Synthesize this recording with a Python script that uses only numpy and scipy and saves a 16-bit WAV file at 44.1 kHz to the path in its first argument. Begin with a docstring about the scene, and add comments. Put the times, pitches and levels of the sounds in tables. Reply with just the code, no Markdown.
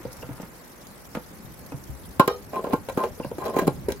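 """Outdoors, at a wet plastic fuel tank, with a faint rush and hiss of air behind.
The plastic cap taps and squeaks as it is picked up, then clacks onto the filler neck and bounces once.
It is screwed shut in three twists: the thread scrapes, and the loose cap knocks as the hand turns
and regrips. Each knock thuds in the hollow tank and makes the neck ring."""
import sys
import numpy as np
from scipy import signal
from scipy.fft import rfft, irfft, next_fast_len
from scipy.io import wavfile
from scipy.ndimage import uniform_filter1d, map_coordinates

SR = 44100
rng = np.random.default_rng(int(sys.argv[2]) if len(sys.argv) > 2 else 0)


def unload_wav(signal):
    """Save mono or channel-first audio to the path in sys.argv[1] as 16-bit WAV at rate SR, clipped to [-1, 1]."""
    wavfile.write(
        sys.argv[1],
        SR,
        np.round(np.clip(np.atleast_2d(signal).T, -1, 1) * 32767).astype(np.int16),
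    )


N = 176400  # 4 seconds


def amp(db):
    """Turn decibels into a number to multiply by."""
    return 10 ** (np.asarray(db) / 20)


def unit(x):
    """Scale a sound to an average power of 1."""
    return x / np.sqrt(np.mean(x ** 2) + 1e-20)


def gain_at(points, hz):
    """Read the gain at any pitch from rows of pitch_hz, level_db."""
    pitches, levels = np.transpose(points)
    return amp(np.interp(np.log(hz + 1), np.log(pitches + 1), levels))


def volume_curves(rows):
    """One volume curve for each level column, silent before the first time and after the last."""
    times, *columns = np.transpose(rows)
    return [amp(np.interp(np.arange(N) / SR, times, db, left=-120, right=-120)) for db in columns]


def wobble(per_s):
    """A smooth curve through per_s random values each second."""
    values = rng.standard_normal(int(N * per_s / SR) + 4)
    return map_coordinates(values, [np.arange(N) * per_s / SR])


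def colour(points, size=4096):
    """A filter with the tone given by rows of pitch_hz, level_db."""
    cepstrum = irfft(np.log(gain_at(points, np.fft.rfftfreq(size, 1 / SR))))
    cepstrum[1:size // 2] *= 2  # folded so that nothing sounds before the hit
    cepstrum[size // 2 + 1:] = 0
    response = irfft(np.exp(rfft(cepstrum)))
    return response / np.linalg.norm(response)


def through(x, response):
    """Pass a pair of signals through a filter."""
    return signal.fftconvolve(x, np.atleast_2d(response), axes=1)[:, :N]


def filtered(x, gain_of_hz):
    """Turn each pitch in a sound up or down."""
    size = next_fast_len(N + SR // 2)
    return irfft(rfft(x, size) * gain_of_hz(np.fft.rfftfreq(size, 1 / SR)), size)[..., :N]


def stereo(pair, width):
    """Make left and right from a pair: mid (what both ears share) and side (how they differ)."""
    side = filtered(pair[1], lambda hz: gain_at(width, hz))
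    return np.array([pair[0] + side, pair[0] - side])


def add(track, start_s, x):
    """Mix a sound into the track."""
    i = round(start_s * SR)
    track[:, i:i + x.shape[-1]] += x[..., :N - i]


def patchy(x, depth_db):
    """Make a sound flicker in small random patches of time and pitch."""
    spectrum = signal.stft(x, nperseg=256)[2]
    patches = rng.standard_normal(spectrum.shape[1:])
    for _ in range(2):
        patches = uniform_filter1d(uniform_filter1d(patches, size=4, axis=0), size=5, axis=1)
    return signal.istft(spectrum * amp(depth_db * unit(patches)), nperseg=256)[1][:, :N]


CONTACT_ENERGY = 0.03 * SR
def contact(fade_s, rise_s, size=8192):
    """A dying burst of tiny impacts. Here and below, fade_s is the time to fall by 60 dB."""
    t = np.arange(size) / SR
    shape = amp(-60 * t / fade_s) * (1 - np.exp(-(t / rise_s) ** 2))
    burst = rng.standard_normal((2, size)) * shape
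    for _ in range(3):
        burst = irfft(np.exp(1j * np.angle(rfft(burst))))  # make all pitches equally strong
        power = np.abs(uniform_filter1d(burst ** 2, size=128, axis=1))
        burst *= shape / np.sqrt(power + 1e-12)  # bring back the rise and fade
    return unit(burst) * np.sqrt(CONTACT_ENERGY / size)


def ring(notes, rise_s=0.0026):
    """The fading notes of a struck object, a little different at every strike."""
    t = np.arange(SR // 2) / SR
    chance = rng.standard_normal((len(notes), 2, 2, 1))
    tones = sum(amp(db + extra_db - 60 * t / fade_s) * np.sin(2 * np.pi * hz * t + np.pi * phase)
                for (hz, db, fade_s), (extra_db, phase) in zip(notes, chance))
    return tones * (1 - np.exp(-t / rise_s))


def resonator(notes):
    """A filter that rings at the given notes."""
    response = ring(notes)
    return response / np.linalg.norm(response, axis=1, keepdims=True)


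def slips(per_s, spread_db):
    """Uneven little clicks, as when two surfaces stick and slip."""
    happens = rng.random(N) < per_s / SR
    strength = amp(spread_db * np.clip(rng.standard_normal(N), -2, 2))
    return happens * strength * np.sign(rng.standard_normal((2, N)))


# Tone of the open air: pitch_hz, level_db
AIR_TONE = [(20, -39), (50, 3), (90, -10), (140, -3.5), (200, -2.5), (300, -4.5), (400, -7.5), (510, -5.5),
            (700, -10), (1000, -10.5), (1350, -14.5), (2000, -16.5), (3100, -25.5), (5700, -23.5),
            (8300, -26.5), (12200, -21), (16000, -29)]
def outdoor_air():
    """A faint, steady rush with a fluttering hiss on top."""
    air = unit(through(rng.standard_normal((2, N)), colour(AIR_TONE)))
    hiss = filtered(air, lambda hz: hz > 3000)
    fluttering = patchy(hiss, depth_db=3) * amp(1.7 * wobble(per_s=150))
    return amp(-48.5) * (air - hiss + fluttering)


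# Tone of the rumble: pitch_hz, level_db
RUMBLE_TONE = [(20, -23), (50, -9), (75, -4.5), (100, -7.5), (135, -7.5), (250, -12), (600, -27.5),
               (3000, -79)]
# How the rumble swells and sinks: time_s, level_db
RUMBLE_SWELL = [(0, -48), (.4, -52), (.6, -61), (1.1, -55), (1.55, -47.5), (2, -49), (2.45, -48),
                (3, -48.5), (3.6, -45.5), (3.9, -40.5), (4, -47.5)]
def handling_rumble():
    """Handling makes a low, unsteady rumble."""
    swell, = volume_curves(RUMBLE_SWELL)
    waver = amp(2.5 * wobble(per_s=21.73))
    return swell * waver * unit(through(rng.standard_normal((2, N)), colour(RUMBLE_TONE)))


def nearby_echo(x, level_db=-9, fade_s=0.15, band_hz=(366, 7200)):
    """Nearby surfaces scatter the sound back, with little bass or top."""
    t = np.arange(SR // 2) / SR
    tail = rng.standard_normal((2, len(t))) * amp(-60 * t / fade_s) * (1 - np.exp(-t / 0.0059))
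    band = signal.butter(2, band_hz, "band", fs=SR, output="sos")
    return amp(level_db) * through(x, signal.sosfilt(band, tail / np.linalg.norm(tail[0])))


# Fingertip squeaks: middle_s, level_db, pitch_hz
FINGER_SQUEAKS = [(0.228, -44.5, 2730), (1.723, -48.5, 2590), (3.238, -41.5, 2680)]
def finger_squeaks(half_length_s=0.0064, waver=0.0642):
    """Skin on wet plastic gives short chirps of unsteady pitch."""
    t, out = np.arange(N) / SR, np.zeros((2, N))
    for middle_s, db, hz in FINGER_SQUEAKS:
        phase = 2 * np.pi * np.cumsum(hz * (1 + waver * wobble(per_s=1100))) / SR
        swell = np.exp(-((t - middle_s) / half_length_s) ** 2)
        out += amp(db) * swell * np.array([np.sin(phase), np.cos(phase) / 2])
    return out


# Ticks of the wet plastic: start_s, level_db
WET_TICKS = [(0.117, -39), (0.127, -32.5), (0.166, -35.5), (0.2094, -39), (0.415, -36), (0.8664, -37),
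             (1.6605, -35), (1.837, -36), (2.1082, -46)]
def wet_ticks():
    """The wet plastic gives tiny, bright ticks as it is handled."""
    ticks = np.zeros((2, N))
    for start_s, db in WET_TICKS:
        add(ticks, start_s, amp(db - 19.5) * contact(fade_s=0.035, rise_s=0.0029))
    bright = colour([(1500, -29), (5000, 4.5), (8400, -3), (12000, 4.5), (16000, -3)])
    return patchy(through(ticks, bright), depth_db=4)


# Bumps on the tank: start_s, level_db, pitch_hz, fade_s
HOLLOW_BUMPS = [(.002, -30, 335, 0.052), (.051, -21, 509, 0.065), (0.055, -30, 126, 0.13),
                (0.239, -33.5, 128, 0.15), (0.292, -29, 289, 0.065), (.306, -28, 127, 0.13),
                (.398, -31, 197, 0.078), (.432, -24.5, 188, 0.054), (1.171, -24.5, 218, 0.067),
                (1.311, -35.5, 300, 0.07), (1.396, -34, 207, 0.098), (1.447, -25.5, 129, 0.038),
                (1.721, -23, 284, 0.068), (1.742, -22, 136, 0.089), (1.889, -32, 137, 0.16),
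                (1.896, -28, 67, 0.24), (2.196, -8.5, 290, 0.031), (2.31, -17.5, 483, 0.042),
                (2.727, -23, 267, 0.044), (3.175, -35, 440, 0.12), (3.263, -23, 139, 0.058),
                (3.198, -31, 363, 0.017), (3.315, -19, 455, 0.037), (3.384, -10, 348, 0.021),
                (3.62, -25, 165, 0.18), (3.676, -20, 133, 0.14), (3.845, -33.5, 73.6, 0.15),
                (3.884, -6, 409, 0.03), (3.901, -24, 399, 0.081), (3.948, -33.5, 398, 0.095)]
def hollow_bumps():
    """Each soft bump rings one note of the tank or cap."""
    bumps = np.zeros((2, N))
    for start_s, db, hz, fade_s in HOLLOW_BUMPS:
        add(bumps, start_s, ring([(hz, db, fade_s)]))
    return bumps


# Tone of the hollow tank: pitch_hz, level_db
TANK_TONE = [(40, -25.5), (90, -13), (140, -1), (210, 1.5), (290, 3), (380, -3), (520, -24), (900, -19),
             (3000, -83)]
def tank_thud(hits):
    """The hollow tank turns hits into low thuds."""
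    return through(hits, colour(TANK_TONE))


# Tone of the plastic shell: pitch_hz, level_db
SHELL_TONE = [(100, -16), (300, -3.5), (400, -0.5), (495, 10.5), (570, 3), (660, 1.5), (760, -4), (920, 2),
              (1120, -19), (1400, -13), (1800, -30), (2500, -23.5), (5000, -38), (16000, -80)]
def shell_clack(hits, pitch_ratio=1):
    """The plastic shell turns hits into clacks."""
    return through(hits, colour(np.array(SHELL_TONE) * [pitch_ratio, 1]))


# Tone of the cap's snap: pitch_hz, level_db
SNAP_TONE = [(300, -45), (1200, 10), (2500, 6.5), (3900, -2.5), (5000, -0.5), (6700, -3.5), (8400, -6),
             (10500, 0.5), (12000, 1.5), (13500, -6.5), (16000, 1)]
# Hollow notes of the cap: pitch_hz, level_db, fade_s
HOLLOW_NOTES = [(1613, 6.5, 0.043), (1965, -7, 0.044), (2360, 7, 0.026), (2857, 1.5, .025),
                (3200, -7, 0.035), (3975, 0.5, 0.04), (5410, -11, 0.043), (6590, -4.5, 0.035),
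                (7360, -0.5, 0.018), (10000, -11, 0.0059), (11700, 12, 0.0057)]
def cap_snap(hits):
    """The cap answers with a bright snap and hollow notes that vary with where it is touched."""
    snap = through(hits, colour(SNAP_TONE))
    hollow = amp(-5.5) * through(hits, resonator(HOLLOW_NOTES))
    return patchy(snap + hollow, depth_db=4)


# Light taps: start_s, level_db, then added to that level: thud_db, clack_db, touch_db
PICKUP_TAPS = [(0.05, -24.5, -11.5, -8.5, -32), (0.225, -27, -23, -4.5, -19.5),
               (0.288, -23.5, -16, -12.5, -30), (0.397, -26, -12, -8, -29), (0.428, -29, -17, -11, -20),
               (1.148, -21, -11, -8.5, -14), (1.157, -28, -11, -15, -18.5), (1.169, -20, -12, -10.5, -26),
               (1.719, -22.5, -21, -10.5, -24.5)]
# The cap sliding on the wet tank: time_s, level_db
CAP_SLIDE = [(0, -51), (.13, -52.5), (.3, -52.5), (.43, -50.5), (.52, -60)]
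# Tone of a light touch on the tank: pitch_hz, level_db
TOUCH_TONE = [(300, 2.5), (950, 4.5), (1500, -0.5), (2700, -8), (3800, -15), (5000, -21), (16000, -26)]
# Notes of the loose cap chattering on the tank: pitch_hz, level_db, fade_s
CHATTER_NOTES = [(1240, -3, 0.083), (1391, 1, .08), (2073, 0, 0.026), (2580, -3, 0.012)]
HIT_DELAY_S = 0.0004  # small delay before every tap and knock sounds
THUD_FADE_SHARE = 0.73  # the thud's burst is shorter than the clack's
GRIT_PER_S, GRIT_SPREAD_DB = 450, 4
def cap_pickup(fade_s=0.047, rise_s=0.0013):
    """The cap slides, taps and chatters on the tank as it is picked up."""
    thud, clack, touch = np.zeros((3, 2, N))
    for start_s, db, thud_db, clack_db, touch_db in PICKUP_TAPS:
        hit_s = start_s + HIT_DELAY_S
        add(thud, hit_s, amp(db + thud_db - 4) * contact(fade_s * THUD_FADE_SHARE, rise_s))
        add(clack, hit_s, amp(db + clack_db - 9) * contact(fade_s, rise_s))
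        add(touch, hit_s, amp(db + touch_db - 2) * contact(fade_s, rise_s))
    slide, = volume_curves(CAP_SLIDE)
    touch += amp(-1.5) * slide * unit(slips(GRIT_PER_S, GRIT_SPREAD_DB))
    chatter = amp(-8) * through(touch, resonator(CHATTER_NOTES))
    return tank_thud(thud) + shell_clack(clack) + through(touch, colour(TOUCH_TONE)) + chatter


# The landing and the bounce, rim on rim: start_s, crack_db, ring_db
RIM_HITS = [(2.1953, -33.5, -17.5), (2.2765, -36, -20)]
# Tone of that hard crack: pitch_hz, level_db
CRACK_TONE = [(1000, 2), (2000, 11), (3200, 4.5), (4000, 7), (4800, -20), (6600, -9), (8300, -14),
              (10500, -2), (12200, 8), (13600, -1), (16000, -8)]
# Notes of the cap ringing freely: pitch_hz, level_db, fade_s
CAP_NOTES = [(398, 0, 0.11), (493, -1, 0.12), (652, -5, 0.077), (821, 4, 0.033), (965, -15, 0.061),
             (1246, 3, 0.043), (1850, -13, 0.05), (2430, -19, 0.051), (3025, -22, 0.1), (3140, -18, 0.08),
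             (3770, -18, 0.061), (4100, -14, .05), (4370, -18, 0.045), (5230, -22, 0.064),
             (5520, -19, 0.06)]
def cap_landing(rock_start_s=2.292, rock_hold_s=0.013, settle_db_per_s=300):
    """The cap cracks onto the rim and rings, bounces, and rocks briefly before it settles."""
    cracks, rings = np.zeros((2, 2, N))
    for start_s, crack_db, ring_db in RIM_HITS:
        add(cracks, start_s, amp(crack_db) * contact(fade_s=0.019, rise_s=0.0013))
        add(rings, start_s, amp(ring_db) * ring(CAP_NOTES))
    since_s = np.arange(N) / SR - rock_start_s
    settling = (since_s > 0) * amp(-settle_db_per_s * np.maximum(since_s - rock_hold_s, 0))
    rocking = through(unit(slips(per_s=900, spread_db=3)) * settling, resonator(CAP_NOTES))
    return through(cracks, colour(CRACK_TONE)) + rings + amp(-30) * rocking


# Three twists, each a list of rows: time_s, squeal_db, rub_db, hiss_db
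CAP_TWISTS = [
    [(2.515, -70, -55, -73), (2.535, -41, -33.5, -56), (2.571, -24.5, -33, -49), (2.59, -29, -34, -68),
     (2.63, -57, -46.5, -74), (2.67, -42, -38, -65), (2.705, -52, -38, -72), (2.73, -35, -41, -51.5),
     (2.77, -66, -75, -80)],
    [(2.968, -47, -36, -65), (2.985, -24, -39, -47), (3.025, -26.5, -31.5, -52), (3.052, -30, -35.5, -50),
     (3.086, -65, -49, -69), (3.12, -70, -58, -79)],
    [(3.385, -59, -42, -72), (3.425, -23.5, -41, -47.5), (3.445, -30.5, -40, -50), (3.48, -31, -29.5, -50),
     (3.535, -44.5, -39.5, -61), (3.595, -25.5, -32.5, -41.5), (3.652, -76, -36.5, -68),
     (3.69, -60, -37, -70), (3.74, -64, -78, -85)],
]
# Notes that the thread sets ringing: pitch_hz, level_db, fade_s
SQUEAL_NOTES = [(744, -1, 0.041), (885, 4, 0.019), (1045, -0.5, 0.078), (1195, -5, 0.033),
                (1416, -13, 0.027), (1585, -13, 0.031)]
# Tone of the thread's low rub: pitch_hz, level_db
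RUB_TONE = [(50, -25), (130, -14), (200, 1.5), (300, -7), (400, 6.5), (510, -2), (640, 3), (900, -18.5),
            (1200, -27), (1700, -28), (3000, -31.5), (16000, -69)]
def thread_scrape(slips_per_s=800, spread_db=3):
    """The turning thread slips in tiny steps that shake the neck and cap, harder where it catches."""
    squeal_gain, rub_gain, hiss_gain = np.sum([volume_curves(twist) for twist in CAP_TWISTS], axis=0)
    catch = amp(2.5 * wobble(per_s=120))
    squeal = unit(through(catch * slips(slips_per_s, spread_db), resonator(SQUEAL_NOTES)))
    rub = unit(through(catch * slips(slips_per_s, spread_db), colour(RUB_TONE)))
    hiss = unit(cap_snap(catch * slips(GRIT_PER_S, GRIT_SPREAD_DB)))
    return amp(-3) * squeal_gain * squeal + amp(2.5) * rub_gain * rub + amp(5.5) * hiss_gain * hiss


# Cap against neck: start_s, level_db, thud_db, clack_db, ring_db, snap_db, fade_s, rise_s
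# (the thud, clack, ring and snap levels are added to level_db)
CAP_KNOCKS = [(2.195, -1.5, -11.5, -13, -2, -23.5, 0.042, 0.002185),
              (2.275, -5, -20, -15.5, -13, -23.5, 0.0276, 0.00124),
              (2.639, -17.5, -15.5, -7, -8.5, -29, 0.044, 0.0021),
              (2.666, -19, -18.5, -8.5, -15, -40, 0.051, 0.0023),
              (2.73, -6, -12, -12, -11, -31.5, 0.044, 0.0018),
              (2.885, -22.5, -19, -3.5, -21, -19, 0.04, 0.0018),
              (2.894, -22.5, -30, -4, -8.5, -20, 0.021, 0.0022),
              (2.971, -10.5, -12, -9.5, -14, -26, 0.047, 0.0022),
              (3.035, -13, -28, -5, -16.5, -26.5, 0.047, 0.0017),
              (3.196, -18.5, -15.5, -8, -18.5, -49, 0.04, 0.0023),
              (3.244, -20.5, -11, -8, -39, -27, 0.024, 0.0025),
              (3.312, -26, -13, -5.5, -34, -46, 0.031, 0.002),
              (3.381, -20.5, -16.5, -9, -35, -25, 0.05, 0.0011),
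              (3.451, -21.5, -28, -5, -26, -21, 0.048, 0.002),
              (3.562, -6.5, -17.5, -9.5, -32, -31, 0.055, 0.0024),
              (3.587, -13, -15, -10, -30, -20.5, 0.049, 0.0013),
              (3.615, -15.5, -10.5, -12.5, -45, -25, 0.059, 0.0017),
              (3.667, -12.5, -12.5, -20, -15, -24, 0.033, 0.0028),
              (3.676, -7, -9, -7.5, -19, -25, 0.023, 0.00092),
              (3.884, -18, -13, -9, -32, -19.5, 0.074, 0.0012),
              (3.9, -24, -27, -6.5, -51.5, -15, 0.058, 0.0019),
              (3.919, -23, -15, -24, -42, -9.5, 0.02, 0.0015)]
# Notes of the filler neck: pitch_hz, level_db, fade_s
NECK_NOTES = [(854, -41, 0.029), (897, 1, 0.037), (1045, 3.5, 0.057), (1079, -4, 0.041), (1167, -20, 0.052),
              (1396, -13.5, 0.099), (1560, -15, 0.066)]
def cap_knocks():
    """Each knock of cap on neck thuds in the tank, clacks in the shell, snaps and rings the neck."""
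    thud, clack, snap, neck = np.zeros((4, 2, N))
    for start_s, db, thud_db, clack_db, ring_db, snap_db, fade_s, rise_s in CAP_KNOCKS:
        hit_s = start_s + HIT_DELAY_S
        add(thud, hit_s, amp(db + thud_db - 3.5) * contact(fade_s * THUD_FADE_SHARE, rise_s))
        grip_pitch = np.exp(0.11 * rng.uniform(-1.12, 1))  # each grip shifts the shell's pitch
        add(clack, hit_s, amp(db + clack_db - 7.5) * shell_clack(contact(fade_s, rise_s), grip_pitch))
        add(snap, hit_s, amp(db + snap_db - 8.5) * contact(fade_s, rise_s))
        neck_ring = resonator(NECK_NOTES) * np.sqrt(CONTACT_ENERGY)
        add(neck, hit_s + rise_s, amp(db + ring_db - 10.5) * neck_ring)
    return tank_thud(thud) + clack + cap_snap(snap) + neck


# Stereo width of the background (more side is wider): pitch_hz, side_db
BACKGROUND_WIDTH = [(40, 1), (130, -7), (600, -4), (1500, -1), (16000, 0.5)]
# Stereo width of the cap and tank: pitch_hz, side_db
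CAP_WIDTH = [(60, -4), (130, -4.5), (250, -19.5), (450, -12.5), (800, -7), (1040, -10), (1220, -11),
             (1450, -1.5), (2300, -1.5), (16000, 2)]
def scene():
    """The cap and tank close by, in the open air."""
    cap = cap_pickup() + cap_knocks() + cap_landing() + thread_scrape()
    cap += hollow_bumps() + wet_ticks() + finger_squeaks()
    cap += nearby_echo(cap)
    background = outdoor_air() + handling_rumble()
    return stereo(background, BACKGROUND_WIDTH) + stereo(cap, CAP_WIDTH)


def record(dry, top_hz=15900):
    """Round off the loudest peaks and cut the very highest treble."""
    rounded = dry / (1 + np.abs(dry) ** 6) ** (1 / 6)
    return filtered(rounded, lambda hz: hz < top_hz)


dry = scene()
out = record(dry)
unload_wav(out)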